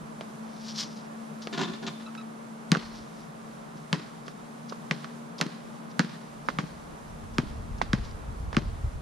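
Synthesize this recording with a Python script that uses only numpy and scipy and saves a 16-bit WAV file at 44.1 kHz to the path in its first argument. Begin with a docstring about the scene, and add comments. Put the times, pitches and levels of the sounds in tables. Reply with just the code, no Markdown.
"""Shoes slap and scuff on a stone patio while a distant engine drones over suburban hiss.
At 1.5 s a rubber ball jolts a loose metal hoop, which rattles, and a few short squeaks follow.
From 2.7 s the ball is dribbled between more slaps and scuffs; the house wall and far trees throw
the hits back. From about 7 s a breeze buffets the microphone."""
import sys
import numpy as np
from scipy import signal
from scipy.fft import rfft, irfft
from scipy.io import wavfile

SR = 44100
rng = np.random.default_rng(int(sys.argv[2]) if len(sys.argv) > 2 else 0)


def master_out(mix):
    """Clip the mix to full scale and print it as 16-bit PCM to the path in sys.argv[1]."""
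    frames = np.transpose(np.atleast_2d(mix))
    ceiling = np.clip(frames, -1, 1)
    pcm = np.round(ceiling * 32767).astype(np.int16)
    wavfile.write(sys.argv[1], SR, pcm)


N = 397341
TIME = np.arange(N) / SR

# how hard the breeze hits the microphone: (time [s], level [dB])
BREEZE = [(0, -61), (.3, -72), (1.5, -72), (2.7, -76), (2.85, -54), (3.1, -66), (3.7, -69), (4.5, -72),
          (6.1, -76), (6.6, -53.5), (7.0, -52.5), (7.35, -41), (7.6, -39), (8.0, -34.5), (8.35, -41.5),
          (8.7, -34), (9.01, -45.5)]


def ball():
    """A rubber ball thuds on stone, the air inside it pings, and walls and trees send the hit back."""
    # (time [s], thud [dB], thud's tones above its pitch [dB], thud ring time [x], knock [dB], crack [dB], #
    # thud pitch [Hz], knock centre [Hz], knock narrowness [dB/octave^2], crack top [Hz], wall delay [s], # wall
    # echo [dB], far thud [dB], far crack [dB], scatter [dB], late scatter [dB])
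    bounces = [(2.718, -5, -2.5, 0.78, -20, -4, 165.7, 1502, 12, 6800, 0.0075, -20, -12.5, -25, -13, -12.5),
               (3.9290, -8.5, -5, 0.82, -13, -7, 156, 1130, 28, 4930, 0.014, -18, -14.5, -30, -18, -16),
               (4.9110, -14, -1.5, 0.84, -14.5, -10, 155, 2160, 14, 4150, .021, -27, -15, -33, -21.5, -17.5),
               (5.4125, -16, 1.5, 0.82, -23, -6, 159, 1300, 12, 6700, 0.014, -13, -5, -22, -16, -16.5),
               (5.994, -11, -1.5, 0.91, -13, -9, 180, 1580, 10, 6800, .0095, -9, -13.5, -25, -18, -13.5),
               (6.5868, -12, -2.5, 0.48, -17.5, -14, 157, 1270, 14, 3800, 0.0063, -19, -5.5, -24, -21, -20),
               (7.3834, -13.5, -1.5, 0.91, -16, -10.5, 232, 1240, 10, 5600, 0.0096, -17, -15, -30, -18, -20.5),
               (7.9320, -15, 2, 1.16, -15, -11.5, 197, 1690, 18, 5430, 0.0086, -19, -16, -23, -20.5, -20),
               (8.5676, -13, 1, 1.37, -18, -10, 217, 1350, 15, 4600, 0.014, -16, -20, -26, -19, -21.5)]
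    # low tones of squashed rubber: (pitch [x thud pitch], level [dB], base time to fade 60 dB [s])
    rubber_tones = [(1, 1.5, 0.054), (1.5, -0.5, 0.021), (2.7, -20.5, 0.091), (.62, -6.5, 0.13)]
    # air ringing inside the ball: (pitch [Hz], level [dB], time to fade 60 dB [s])
    air_tones = [(1030, -26, .14), (1580, -27, .15), (1900, -31, .2), (2510, -32, .2), (3150, -32, .2),
                 (4120, -34, .18), (5100, -37, .1)]
    thud_lag_s, far_echo_s = 0.0019, .0535
    far_thud_lead_s = .00382   # the far thud comes from a slightly nearer wall
    out = np.zeros((2, N))
    for (s, thud_db, other_db, ring, knock_db, crack_db, thud_hz, knock_hz, narrow_db, top_hz,
         wall_s, wall_db, far_thud_db, far_crack_db, scatter_db, late_db) in bounces:
        tones = [(ratio, db + other_db * (ratio > 1), ring * fade_s)
                 for ratio, db, fade_s in rubber_tones]
        thud = soft_thud(thud_db, thud_hz, tones, squash_s=0.00037)
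        snap = shell_knock(knock_db, knock_hz, narrow_db, lean_db=-10.5)
        snap += contact_crack(crack_db, top_hz)
        ping = pan(amp(scatter_db) * struck(air_tones, vary_db=0.7), -2.5)
        add(out, s + thud_lag_s, thud)
        add(out, s, snap + ping)
        add(out, s, scatter(scatter_db, late_db))
        wall_echo = amp(-4) * thud + filtered(snap, 1, 3000)   # the near wall returns less thud and treble
        for trips in (1, 2):
            add(out, s + trips * wall_s, amp(trips * wall_db) * wall_echo)
        add(out, s + far_echo_s, amp(far_crack_db) * snap)
        add(out, s + far_echo_s - far_thud_lead_s, amp(far_thud_db) * thud)
    return out


def soft_thud(level_db, pitch_hz, tones, squash_s, stop_s=0.033):
    """A low swing builds as rubber is squashed and is choked as the contact ends."""
    swing = -struck([(pitch_hz * ratio, db, fade_s) for ratio, db, fade_s in tones], vary_db=0.86)
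    t = np.arange(len(swing)) / SR
    build = 1 - np.exp(-(t / squash_s) ** 2)
    choke = np.exp(-(t / stop_s) ** 4)
    return pan(amp(level_db) * swing * build * choke, 3.6)


def shell_knock(level_db, centre_hz, narrow_db, lean_db):
    """Air squeezed out of the contact claps for a few cycles, and the struck shell rings."""
    # the shell's tones: (pitch [Hz], level [dB], time to fade 60 dB [s])
    shell_tones = [(800, -26.5, 0.0031), (1117, 6, 0.026), (1420, -5, 0.019), (1780, 2.5, 0.0045),
                   (2007, 2, 0.0061), (2110, -0.5, 0.0062)]
    t = np.arange(int(.3 * SR)) / SR
    # where the shell is struck decides which tones are strong
    tones = [(hz, db - narrow_db * np.log2(hz / centre_hz) ** 2, fade_s) for hz, db, fade_s in shell_tones]
    shell = amp(-10) * struck(tones, vary_db=1.8)
    clap = amp(-1.5) * np.sin(2 * np.pi * centre_hz * t) * np.exp(-(t / 0.0023) ** 4)
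    left, right = pan(amp(level_db) * filtered(clap + shell, 2, 2800), lean_db)
    return np.array([np.roll(left, int(0.00055 * SR)), right])   # the left side is shaded and hears it late


def contact_crack(level_db, top_hz):
    """Rubber pimples meet the stone unevenly: a click, a tiny burst of noise and its ground echo."""
    t = np.arange(int(.3 * SR)) / SR
    burst = rng.standard_normal(len(t)) * amp(-27 - 60 * t / .012) + (t == 0)
    echo_s = .0006 * rng.uniform(0.63, 1.2)
    burst = burst + amp(-11) * np.roll(burst, int(echo_s * SR))
    crack = filtered(burst, 1, [0.33 * top_hz, top_hz], "band")
    crack = filtered(crack, 2, 0.81 * top_hz)
    bright_edge = amp(-49) * np.diff(burst, 2, prepend=[0, 0])
    return pan(amp(level_db) * (crack / np.abs(crack).max() + bright_edge), 0.61)


def hoop():
    """The ball jolts the hoop: loose joints chatter, the board and pole boom, the rim rings faintly."""
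    # (time of full shake [s], rattle [dB], boom [dB], hold [s], time for the rattle to fall 20 dB [s])
    jolts = [(1.529, -38, -33, .015, .045), (1.578, -36, -28, .02, .04), (1.615, -35, -34, .018, .045),
             (1.68, -53, -43, .03, .06), (1.736, -47, -46, .004, .04), (1.826, -50, -38, .015, .03),
             (1.867, -37.5, -38.5, .016, .025), (2.0, -54, -51, .025, .03)]
    # tone colour of the loose joints: (frequency [Hz], level [dB])
    rattle_colour = [(710, -27), (1200, 7), (1460, -15), (1590, -17), (1740, -10), (1850, -1.5), (3770, 3),
                     (7400, -10.5), (10000, -41), (13000, -70), (22000, -120)]
    # resonances of board and pole: (pitch [Hz], width [Hz], level [dB])
    board_peaks = [(158, 31, 3), (253, 158, -2.5), (387, 10.6, 6), (692, 21, -6.5), (1026, 67, -7),
                   (1430, 56, -9), (1764, 57, -10.5)]
    # the rim's two tones: (pitch [Hz], time to fade 60 dB [s])
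    rim_tones = [(3520, .35), (4260, .3)]
    # the rim set ringing: (time [s], lower tone [dB], upper tone [dB])
    rim_hits = [(1.53, -52, -66), (1.63, -50, -62), (1.72, -56, -72), (1.826, -70, -57), (1.88, -55, -70),
                (1.95, -61, -74), (2.77, -72, -56), (2.83, -74, -58), (2.9, -74, -60)]
    rise_s, boom_fall_s, yard_fall_s = 0.0042, 0.075, 0.23
    chatter = grains(2500 * amp(2.5 * drift(60)), spread_db=2.3)
    boom = resonant(rng.standard_normal((2, N)) + 1.24 * unit(chatter), board_peaks)
    shake = strokes([(s, db, rise_s, hold, fall) for s, db, _, hold, fall in jolts])
    sway = strokes([(s, db, rise_s, hold, boom_fall_s) for s, _, db, hold, _ in jolts])
    out = shake * pan(coloured(chatter, rattle_colour), 1.0) + sway * pan(boom, -0.23)
    yard_echo = strokes([(s + hold, db - 14.5, hold, .002, yard_fall_s) for s, db, _, hold, _ in jolts])
    out += yard_echo * coloured(rng.standard_normal((2, N)), rattle_colour)
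    for s, *tones_db in rim_hits:
        # each tone is a close pair, which makes it throb
        pairs = [(hz + split_hz, db, fade_s)
                 for (hz, fade_s), db in zip(rim_tones, tones_db) for split_hz in (0, 23)]
        add(out, s, pan(struck(pairs, vary_db=2.0, length_s=.5), 1.5))
    return out


def slaps():
    """Sharp slaps with a pat, knock and crack: shoes landing, and a few hard echoes of the ball."""
    # (time [s], pat [dB], knock [dB], crack [dB], knock centre [Hz], knock narrowness [dB/octave^2])
    hits = [(0.21, -30.5, -30.5, -26.5, 800, 20), (1.4722, -24, -36, -20.5, 1500, 10),
            (2.151, -62, -36, -34, 1500, 18), (2.7497, -39, -19, -20, 1540, 23),
            (2.7568, -25, -23, -29, 1360, 21), (2.770, -38, -35, -24, 1500, 12),
            (4.281, -35, -36, -29, 1500, 8), (4.723, -28, -22, -38, 1130, 22),
            (5.0443, -47, -32, -28, 1390, 15), (5.4026, -29, -31, -33, 900, 12),
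            (6.4864, -26, -10, -26, 1125, -5), (6.501, -50, -32, -32, 1400, 10),
            (6.6012, -55, -46, -36, 1800, 12), (7.8146, -25.5, -13, -36, 930, 5),
            (7.815, -50, -22, -44, 2050, 28), (7.8176, -40, -48, -18.5, 1810, 12),
            (7.822, -54, -45, -34, 1500, 12), (8.5294, -32, -23, -29, 1100, 16),
            (8.546, -50, -32, -31, 1700, 12)]
    # tones of the soft pat: (pitch [x pat pitch], level [dB], time to fade 60 dB [s])
    pat_tones = [(1, 10, 0.0091), (1.4, -19, 0.0029)]
    out = np.zeros((2, N))
    for s, pat_db, knock_db, crack_db, knock_hz, narrow_db in hits:
        pat = soft_thud(pat_db, pitch_hz=442, tones=pat_tones, squash_s=0.00079)
        knock = shell_knock(knock_db, knock_hz, narrow_db, lean_db=-11)
        add(out, s, pat + knock + contact_crack(crack_db, top_hz=5000))
        scatter_db = -13 + 0.56 * max(knock_db, crack_db)
        add(out, s, scatter(scatter_db, scatter_db, fade_speed=2.2, length_s=.35))
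    return out


def scuffs():
    """Grains of grit are crushed in clumps under a sliding sole."""
    # (time of full level [s], level [dB], time to rise 20 dB [s], hold [s], time to fall 20 dB [s])
    slides = [(.66, -51, 0.24, 0.014, .01), (.685, -43, 0.022, 0.032, 0.022),
              (.756, -44.5, 0.02, 0.024, 0.018), (.79, -34.5, 0.035, 0.045, 0.011),
              (.844, -48, .005, .002, 0.17), (.968, -54.5, 0.014, .005, 0.11),
              (1.42, -44, 0.007, .002, 0.071), (2.81, -56.5, 0.0088, .002, .4),
              (2.944, -57, 0.025, 0.032, 0.1), (3.216, -59, 0.13, .002, 0.058),
              (3.766, -61, .012, .002, .11), (4.268, -53.5, .022, 0.011, .04),
              (4.696, -45.5, 0.012, 0.0021, 0.02), (5.04, -64, 0.17, 0.0087, .01),
              (5.383, -41, 0.003, .002, 0.031), (5.914, -53, .026, .002, .015),
              (6.47, -55, .026, 0.0023, .025), (7.344, -60, .022, 0.0021, 0.045),
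              (7.784, -55, .016, .002, .012), (8.05, -50.5, 0.027, 0.0023, 0.048),
              (8.112, -57, 0.037, .002, .015), (8.532, -70, .017, .002, .1)]
    # tone colour of grit on stone: (frequency [Hz], level [dB])
    grit_colour = [(530, -32), (900, -10.5), (2310, -12), (2650, -10.5), (3010, -5.5), (4920, -0.5),
                   (5650, -0.5), (8160, -21), (11000, -31), (15000, -36)]
    grit = coloured(grains(5000 * amp(3 * drift(40)), spread_db=3.9), grit_colour)
    wide_hiss = coloured(rng.standard_normal((2, N)), grit_colour)
    return strokes(slides) * (pan(grit, 1.5) + 0.28 * wide_hiss)


def squeaks():
    """Rubber sticks and slips: short bursts of one unsteady pitch whose harmonics each flutter."""
    # (time [s], length [s], pitch [Hz], level [dB], overtone boost [dB])
    bursts = [(2.061, 0.0099, 1297, -46.5, 4), (2.074, 0.01, 1290, -42, -11),
              (2.091, 0.0088, 1310, -47, -14), (2.174, 0.015, 1290, -48, 7.5),
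              (2.19, 0.017, 1280, -45.5, -4), (2.211, 0.0075, 1260, -44, -2)]
    # strength of each harmonic, lowest first: (level [dB])
    harmonics_db = [5, 0, -3, -15]
    out = np.zeros(N)
    wobble_s = np.cumsum(.03 * drift(120)) / SR
    flutters = [amp(5 * drift(250)) for _ in harmonics_db]
    for s, length, hz, db, over_db in bursts:
        progress = np.maximum(TIME - s, 0) / length
        shape = (1 - np.exp(-progress / 0.41)) * np.exp(-progress ** 2)
        for k, harmonic_db in enumerate(harmonics_db):
            tone = np.sin(2 * np.pi * (k + 1) * hz * (TIME + wobble_s))
            out += amp(db + harmonic_db + over_db * (k > 0)) * shape * flutters[k] * tone
    return pan(out, -1.5)


def scatter(level_db, late_db, fade_speed=0.97, length_s=0.79):
    """A hit returns as lumpy noise dying band by band, with a late swell from the tree line."""
    # echoes off house and trees: (low edge [Hz], high edge [Hz], level [dB], base time to fade 60 dB [s])
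    near_bands = [(117, 333, -16.5, 0.29), (439.7, 980, -12, 0.09), (900, 2160, -10.5, 0.065),
                  (2520, 6100, -18.5, 0.08)]
    # echoes from farther off, with the same columns
    late_bands = [(900, 2080, -32, 0.98), (1930, 5080, -31, 0.8)]
    t = np.arange(int(length_s * SR)) / SR
    noise = rng.standard_normal((2, len(t))) + 1.08 * rng.standard_normal(len(t))
    tail = 0
    for bands, db in ((near_bands, level_db), (late_bands, late_db)):
        for low, high, band_db, fade_s in bands:
            band = unit(filtered(noise, 3, [low, high], "band"))
            tail = tail + amp(db + band_db - 60 * fade_speed * t / fade_s) * band
    lump_times = np.arange(0, length_s, .006)
    lumps_db = np.interp(t, lump_times, rng.normal(0, 2.0, len(lump_times)))
    trees_db = 3 * np.exp(-((t - 0.12) / 0.03) ** 2)
    return amp(lumps_db + trees_db) * tail * (1 - np.exp(-t / 0.0012))


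def wind():
    """A breeze buffets the microphone with a lumpy low rumble and a few short gusts."""
    # (time [s], level above the breeze [dB])
    gusts = [(7.12, 6), (7.73, 2.5), (7.85, -2), (8.449, 4.5), (8.861, 8.5), (8.961, 13.5)]
    # tone colour of the buffeting: (frequency [Hz], level [dB])
    buffet_colour = [(12, -29), (20, 0.5), (53, 5), (73, 2), (140, -4), (171, -54), (200, -12.5),
                     (260, -63), (440, -120)]
    gusts_db = sum(db * np.exp(-((TIME - s) / .022) ** 2) for s, db in gusts)
    noise = rng.standard_normal(N) + 0.46 * rng.standard_normal((2, N))
    lumps_db = 2.5 * drift(23)
    return amp(curve(BREEZE)[0] + gusts_db + lumps_db) * coloured(noise, buffet_colour)


def engine():
    """A distant engine drones on one wavering note."""
    # (time [s], pitch [Hz], level [dB])
    drone = [(0, 222.7, -43.5), (.65, 221.8, -39), (1.0, 222.3, -42), (1.73, 223.2, -39), (2.65, 227, -41),
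             (3.03, 223, -45), (4.12, 227.2, -51), (4.57, 230.2, -44), (5.3, 230.4, -44),
             (6.42, 228.3, -47), (6.75, 226.3, -54.5), (7.3, 228.5, -48), (8.0, 229, -49),
             (9.01, 225, -64.5)]
    hz, db = curve(drone)
    phase = 2 * np.pi * np.cumsum(hz + 1.635 * drift(10.3)) / SR
    return pan(amp(db + 1.1 * drift(4.1)) * np.sin(phase), 2.8)


def suburb():
    """Low rumble, a wash of far traffic and high hiss, each wavering gently in level."""
    # tone colours of the three layers: (frequency [Hz], level [dB])
    rumble_colour = [(56, -70), (95, -28.5), (151, 4), (193, -0.5), (221, 0), (254, -6.5), (330, -34),
                     (430, -52), (730, -120)]
    traffic_colour = [(180, -12), (300, 0.5), (338, -5), (463, -0.5), (505, -5), (569, -2), (1160, -4.5),
                      (1890, -14.5), (4000, -29.5), (5200, -38), (8800, -120)]
    hiss_colour = [(1470, -4), (2500, -4.5), (2990, -5), (3640, -4), (4690, -5.5), (6290, -4.5),
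                   (8110, -6.5), (9780, -6), (12700, -16.5), (15000, -24)]
    rumble = amp(-48 + 1.2 * drift(5.8) + drift(0.56)) * far_noise(rumble_colour)
    traffic = amp(-46 + .5 * drift(3.8)) * far_noise(traffic_colour)
    hiss = amp(-58.5 + 0.62 * drift(4.2)) * far_noise(hiss_colour)
    return rumble + traffic + hiss


def far_noise(colour):
    """Noise from far away, which reaches the microphone's two sides partly alike."""
    # how alike left and right are: (frequency [Hz], likeness [-1 to 1])
    likeness = [(60, 0.74), (120, 0.85), (240, 0.35), (480, -0.15), (950, -0.36), (1890, -0.27),
                (3770, 0.59), (7520, -0.12), (15000, 0.026)]
    # which side is louder: (frequency [Hz], left minus right [dB])
    balance = [(60, -5), (120, -0.5), (240, 1.5), (480, 4), (950, -2.5), (1890, -1.5), (3770, -1),
               (7520, -2.5), (15000, -2.5)]
    hz = np.maximum(np.fft.rfftfreq(N, 1 / SR), 1)
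    mid, side = rfft(rng.standard_normal((2, N)))
    alike = np.clip(at_hz(likeness, hz), -1, 1)
    lean = amp(at_hz(balance, hz) / 2)
    mid, side = np.sqrt(1 + alike) * mid, np.sqrt(1 - alike) * side
    return coloured(irfft([(mid + side) * lean, (mid - side) / lean], N), colour)


def amp(db):
    """Turns decibels into a gain."""
    return 10 ** (np.asarray(db) / 20)


def unit(x):
    """Scales a sound to an average power of 1."""
    return x / np.sqrt(np.mean(x ** 2) + 1e-20)


def pan(x, db):
    """Makes stereo, with the left side db louder than the right."""
    return x * amp([[db / 2], [-db / 2]])


def add(out, s, sound):
    """Mixes a short sound in at time s."""
    i = round(s * SR)
    out[:, i:i + sound.shape[1]] += sound[:, :N - i]


def filtered(x, order, hz, kind="low"):
    """Keeps what lies below hz, or inside a band; a higher order cuts more steeply."""
    return signal.sosfilt(signal.butter(order, hz, kind, fs=SR, output="sos"), x)


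def curve(rows):
    """Joins a table's rows with straight lines in time, one curve per column."""
    s, *columns = np.transpose(rows)
    return [np.interp(TIME, s, column) for column in columns]


def strokes(rows):
    """A gain that rises, holds and falls for each row; rise and fall times span 20 dB."""
    out = np.zeros(N)
    for s, db, rise, hold, fall in rows:
        near = slice(max(int((s - .5) * SR), 0), int((s + 1) * SR))
        before = (s - TIME[near]) / max(rise, 1e-3)
        after = (TIME[near] - s - hold) / max(fall, 1e-3)
        out[near] += amp(db - 20 * np.maximum(np.maximum(before, after), 0))
    return out


def at_hz(points, hz):
    """Reads a (frequency, value) table between its rows."""
    table_hz, values = np.transpose(points)
    return np.interp(np.log(hz), np.log(table_hz), values)


def drift(rate_hz):
    """A smooth random wander of typical size 1."""
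    memory = np.exp(-2 * np.pi * rate_hz * 40 / SR)   # one step every 40 samples
    noise = rng.standard_normal(N // 40 + 2002)
    slow = signal.lfilter([1], [1, -2 * memory, memory ** 2], noise)[2000:]
    return np.interp(np.arange(N) / 40, np.arange(len(slow)), unit(slow))


def coloured(source, colour):
    """Gives a sound the tone colour in a (frequency, level) table, at power 1."""
    hz = np.maximum(np.fft.rfftfreq(N, 1 / SR), 1)
    inside = (hz > colour[0][0]) & (hz < colour[-1][0])
    return unit(irfft(rfft(source) * amp(at_hz(colour, hz)) * inside, N))


def grains(per_s, spread_db):
    """Random clicks of uneven size."""
    sizes = amp(spread_db * np.minimum(rng.exponential(1, N), 4)) * rng.choice([-1, 1], N)
    return sizes * (rng.random(N) < per_s / SR)


def resonant(x, peaks):
    """Lets a sound ring through several resonances side by side, at power 1."""
    out = 0
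    for k, (hz, width, db) in enumerate(peaks):
        r = np.exp(-np.pi * width / SR)
        gain = (1 - r * r) / 2
        feedback = [1, -2 * r * np.cos(2 * np.pi * hz / SR), r * r]
        out = out + (-1) ** k * amp(db) * signal.lfilter([gain, 0, -gain], feedback, x)
    return unit(out)


def struck(tones, vary_db, length_s=.3):
    """One blow: fading pure tones of alternating sign, their strengths new each time."""
    t = np.arange(int(length_s * SR)) / SR
    return sum((-1) ** k * amp(db + rng.normal(0, vary_db) - 60 * t / fade_s) * np.sin(2 * np.pi * hz * t)
               for k, (hz, db, fade_s) in enumerate(tones))


def bass_cut(x, cut_hz=141, open_db=-42):
    """Removes deep bass, but lets it back in as the breeze rises to open_db."""
    hz = np.fft.rfftfreq(N, 1 / SR)
    thin = irfft(rfft(x) / (1 + (cut_hz / np.maximum(hz, 1)) ** 16), N)
    opening = amp(1.6 * np.minimum(curve(BREEZE)[0] - open_db, 0))
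    return thin + opening * (x - thin)


def scene():
    """Mixes everything in stereo; only the hits go through the bass cut."""
    hits = ball() + slaps() + hoop()
    return bass_cut(hits) + scuffs() + squeaks() + engine() + suburb() + wind()


def record(dry):
    """Cuts off the highest treble, reaching 70 dB down at 16500 Hz."""
    return signal.sosfilt(signal.cheby2(12, 70, 16500, fs=SR, output="sos"), dry)


dry = scene()
out = record(dry)
master_out(out)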